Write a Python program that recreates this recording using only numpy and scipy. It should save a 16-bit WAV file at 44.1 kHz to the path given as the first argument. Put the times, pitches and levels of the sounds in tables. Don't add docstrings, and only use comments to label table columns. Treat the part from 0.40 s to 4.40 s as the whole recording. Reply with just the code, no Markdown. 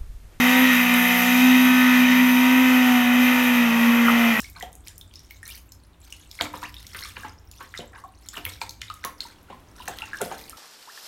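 import sys
import numpy as np
from scipy import signal
from scipy.fft import rfft, irfft
from scipy.io import wavfile

SR = 44100
rng = np.random.default_rng(int(sys.argv[2]) if len(sys.argv) > 2 else 0)


def gain_from_db(level_db):
    decades = np.asarray(level_db, float) / 20
    return 10 ** decades


def unload_wav(signal):
    wavfile.write(
        sys.argv[1],
        SR,
        np.round(np.clip(np.atleast_2d(signal).T, -1, 1) * 32767).astype(np.int16),
    )


N = 176400
CYLINDERS = 4


def rms_one(x):
    return x / np.sqrt(np.mean(x ** 2) + 1e-20)


def in_time(rows):
    seconds, *columns = np.transpose(rows)
    return [np.interp(np.arange(N) / SR, seconds, column) for column in columns]


def drift(rate_hz):
    step = 40
    pole = np.exp(-2 * np.pi * rate_hz * step / SR)
    settle = 2000
    white = rng.standard_normal(N // step + settle + 2)
    slow = signal.lfilter([1], [1, -2 * pole, pole * pole], white)[settle:]
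    return np.interp(np.arange(N) / step, np.arange(len(slow)), rms_one(slow))


def coloured(points):
    flicker_db, flicker_hz = 1.21, 6.6
    hz = np.arange(N // 2 + 1) * SR / N + 1
    point_hz, point_db = np.transpose(points)
    colour_db = np.interp(np.log(hz), np.log(point_hz), point_db)
    shaped = rfft(rng.standard_normal(N)) * gain_from_db(colour_db)
    octave = np.floor(np.log2(hz))
    total = 0
    for k in range(4, 14):
        part = irfft(shaped * (octave == k), N)
        total = total + part * gain_from_db(flicker_db * drift(flicker_hz))
    return rms_one(total)


def resonance(x, hz, width_hz):
    r = np.exp(-np.pi * width_hz / SR)
    return signal.lfilter([1, 0, -1], [1, -2 * r * np.cos(2 * np.pi * hz / SR), r * r], x)


def tone(cycle, multiple, db, wander_db):
    wander_hz = 2.0
    phase_wander = 0.018
    phase = rng.uniform(0, 2 * np.pi) + phase_wander * multiple * drift(wander_hz)
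    level = np.sqrt(2) * gain_from_db(db + wander_db * drift(wander_hz))
    return level * np.sin(multiple * cycle + phase)


# time in seconds, firing rate in Hz,
# rms level of the firing tone in dB before its random wander.
ENGINE = [(0.01, 245.4, -18.5), (0.13, 252.8, -19), (0.23, 255.5, -15.5), (0.29, 254.2, -18.6),
          (0.34, 246.5, -19), (0.41, 245.5, -20.5), (0.47, 244.4, -21.5), (0.57, 244.8, -18.9),
          (0.68, 243.6, -23), (0.77, 244.6, -23.5), (0.82, 243.5, -23.1), (0.86, 246, -22),
          (1.06, 253.4, -13.5), (1.33, 252.7, -16), (1.61, 249.9, -15.5), (1.68, 250.5, -17.5),
          (1.82, 251.4, -15), (1.95, 250.2, -17), (2.21, 256.7, -15.5), (2.51, 249, -16.8),
          (2.65, 244, -18.8), (2.81, 248.4, -16), (2.97, 249.6, -19.5), (3.07, 247.3, -19.4),
          (3.22, 239.7, -17.5), (3.3, 231, -20), (3.5, 235.7, -16), (3.57, 236.8, -18),
          (3.67, 234.3, -17.5), (3.78, 235.6, -18), (3.91, 230.6, -19.5), (3.94, 224.6, -21.5),
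          (3.97, 219.2, -39), (3.99, 222.2, -23)]


def engine():
    firing_hz, firing_db = in_time(ENGINE)
    cycle = 2 * np.pi * np.cumsum(firing_hz) / SR / CYLINDERS
    return cycle, firing_db


# time in seconds, then the level in dB of each
STRONG_TONES = [(0.01, -39, -40.5, -36.5, -35.5, -42), (0.18, -38, -35, -32.5, -31, -33.5),
                (0.33, -39, -42, -56, -38, -37), (0.42, -36.5, -45.5, -36.5, -38.5, -39),
                (0.83, -33, -40, -32.5, -36, -39), (1.42, -41.5, -47, -43.5, -37.1, -31),
                (1.82, -36.5, -45, -44, -35, -40.8), (2.07, -45, -42, -39, -32, -37.5),
                (2.31, -46.4, -37, -40, -36, -35), (2.56, -47, -47.4, -30.5, -37, -40),
                (2.74, -49, -43, -35.5, -47, -40), (2.95, -47.5, -38, -41, -33.5, -35.5),
                (3.38, -42, -40.5, -50.6, -48, -42), (3.569, -64, -35.5, -44, -40, -43.5),
                (3.68, -48.3, -36.5, -50, -40, -34), (3.83, -48, -40.5, -30.5, -44, -59),
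                (3.99, -49.2, -46, -41, -41, -37)]
STRONG_MULTIPLES = [(3,), (8,), (12,), (15,), (20, 24, 28)]
WEAK_MULTIPLES = [1, 2, 5, 6, 7, 9, 10, 11, 13, 14, 16, 17, 18, 19, 21, 22, 23]
WEAK_DB = [-54, -53, -54, -56, -57, -46, -48, -46, -44, -45, -41, -48, -46, -43, -47, -47, -47]


def exhaust_tones(cycle, firing_db):
    firing_level = np.sqrt(2) * gain_from_db(firing_db + 0.56 * drift(21.0))
    out = firing_level * np.sin(CYLINDERS * cycle)
    for group, db in zip(STRONG_MULTIPLES, in_time(STRONG_TONES)):
        for multiple in group:
            out = out + tone(cycle, multiple, db, 1)
    for multiple, db in zip(WEAK_MULTIPLES, WEAK_DB):
        out = out + tone(cycle, multiple, db, 0.6 * np.sqrt(multiple))
    return out


def exhaust_rasp(cycle):
    multiples = range(29, 64)
    over_noise_db, wander_db = 2.0, 2.8
    per_turn_db = 2.0
    rasp = sum(tone(cycle, m, per_turn_db * (m % 2 == 0), wander_db) for m in multiples)
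    noise_share = np.sqrt(len(multiples) * 62 / (SR / 2))
    return noise_share * gain_from_db(over_noise_db) * rms_one(rasp)


# time in seconds, reference level in dB, hiss relative
# to it in dB, dulling in dB per octave above 2 kHz, low rumble level in dB.
ROAR = [(0, -21.5, -9.5, -3.5, -29.5), (.12, -18.5, -11.5, -0.5, -35), (.48, -21, -11, -1, -37.5),
        (.9, -21.5, -7, -3, -38), (1.3, -22.5, -11, -2.7, -38.5), (1.76, -20.5, -13.5, 0.3, -36),
        (1.95, -24, -10, -2.7, -38), (2.3, -21.5, -12.5, 0.8, -34), (2.45, -23.5, -12, -2, -34.5),
        (2.75, -23.5, -12, -0.5, -34), (3.06, -22.5, -11.5, -0.8, -35.5), (3.31, -25, -12.5, -1.3, -32),
        (3.6, -24, -12, .6, -32.5), (3.75, -23.5, -13, -0.5, -28.5), (3.9, -22.5, -17, 1.5, -32.5),
        (4.0, -22, -13, 7, -31)]
# frequency in Hz, relative spectral density in dB per Hz.
ROAR_COLOUR = [(500, -28), (900, -17.5), (1300, -12), (1650, -14), (2000, -3), (2250, -15), (2800, -12.5),
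               (3300, -17), (3500, -17), (4400, -24), (5600, -24), (6600, -27.5), (8000, -36.5)]
# frequency in Hz, relative spectral density in dB per Hz.
HISS_COLOUR = [(5000, -24), (7000, -11), (8000, -16), (9000, -13.5), (11000, -10), (11500, -6.5),
               (12000, -0.5), (12450, -0.5), (12900, -0.5), (13500, -7), (14500, -13), (15600, -16)]
# frequency in Hz, relative spectral density in dB per Hz.
RUMBLE_COLOUR = [(30, -40), (60, -30), (120, -10), (170, -10), (300, -3.5), (400, -12), (600, -5),
                 (780, -2), (980, -5), (1250, 0), (1500, 1.5), (1800, -28)]
# frequency in Hz, width of one filter pass in Hz,
# level in dB relative to the roar's reference, before dulling and random wander.
RESONANCES = [(1810, 115, -10), (1914, 110, -7.5), (2044, 143, -7.5), (2415, 126, -8), (2530, 118, -7.5),
              (2655, 108, -12), (3030, 234, -12), (3257, 103, -19), (3740, 150, -18), (4990, 560, -27.5),
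              (6100, 660, -22.5)]


def roar(cycle):
    level_db, hiss_db, dull_db, rumble_db = in_time(ROAR)
    throb_depth = 0.087
    rasp = exhaust_rasp(cycle)
    mid = gain_from_db(-6.5 - dull_db * 0.44) * coloured(ROAR_COLOUR)
    for hz, width_hz, db in RESONANCES:
        source = rng.standard_normal(N) + rasp
        ringing = rms_one(resonance(resonance(source, hz, width_hz), hz, width_hz))
        band_level = gain_from_db(db + 0.5 * drift(1.9) - dull_db * np.log2(hz / 2000))
        throb = 1 + throb_depth * np.sin(cycle + rng.uniform(0, 2 * np.pi))
        mid = mid + band_level * throb * ringing
    hiss = gain_from_db(hiss_db) * coloured(HISS_COLOUR)
    rumble = gain_from_db(rumble_db) * coloured(RUMBLE_COLOUR)
    return gain_from_db(level_db) * (mid + hiss) + rumble


# time in seconds, level in dB before its random wander.
WHINE = [(0, -62), (.5, -53), (1.1, -47.5), (1.8, -47.5), (2.0, -54), (3.0, -59), (4, -64)]


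def whine(cycle):
    meshes_per_firing = 24.4
    level_db, = in_time(WHINE)
    blur = 0.75 * (drift(40.0) + 2.5 * drift(8.0))
    level = np.sqrt(2) * gain_from_db(level_db + 3.3 * drift(25.0))
    return level * np.sin(meshes_per_firing * CYLINDERS * cycle + blur)


# time of the crest in seconds, noise rms at the crest in dB.
TICKS = [(.541, -24), (.884, -34)]


def ticks():
    low_hz, high_hz, half_length_s = 7343, 11000, 0.0017
    t = np.arange(N) / SR
    band = signal.butter(2, [low_hz, high_hz], "band", fs=SR, output="sos")
    bright = rms_one(signal.sosfilt(band, rng.standard_normal(N)))
    envelope = 0
    for crest_s, db in TICKS:
        envelope = envelope + gain_from_db(db) * np.exp(-np.minimum(((t - crest_s) / half_length_s) ** 2, 50))
    return bright * envelope


# start of full level in seconds, its end in seconds, length of the fade
# on either side in seconds, centre frequency in Hz, rms level in dB before its random wander.
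SQUEAL = (3.5, 3.5, 0.15, 2546.5, -31)


def squeal():
    start_s, end_s, fade_s, hz, db = SQUEAL
    t = np.arange(N) / SR
    shape = np.clip(np.minimum(t - start_s, end_s - t) / fade_s + 1, 0, 1)
    level = np.sqrt(2) * shape * gain_from_db(db + 2.52 * drift(13.0))
    return level * np.sin(2 * np.pi * hz * t + 1.7 * drift(8.6))


# time of the crest in seconds, envelope crest in dB, frequency in Hz,
# half-length in seconds.
KNOCKS = [(3.6846, -8, 1304, 0.0018), (3.699, -13.5, 1230, 0.0028)]


def knocks():
    t = np.arange(N) / SR
    out = 0
    for crest_s, db, hz, half_length_s in KNOCKS:
        since = t - crest_s
        envelope = gain_from_db(db) * np.exp(-np.minimum((since / half_length_s) ** 2, 50))
        out = out + envelope * np.sin(2 * np.pi * hz * since)
    return out


def scene():
    cycle, firing_db = engine()
    machine = exhaust_tones(cycle, firing_db) + roar(cycle) + whine(cycle)
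    passing = ticks() + squeal() + knocks()
    return (machine + passing)[None]


def roll_off(x):
    return signal.sosfilt(signal.butter(12, 15740, fs=SR, output="sos"), x)


def record(dry):
    return roll_off(dry)


dry = scene()
out = record(dry)
unload_wav(out)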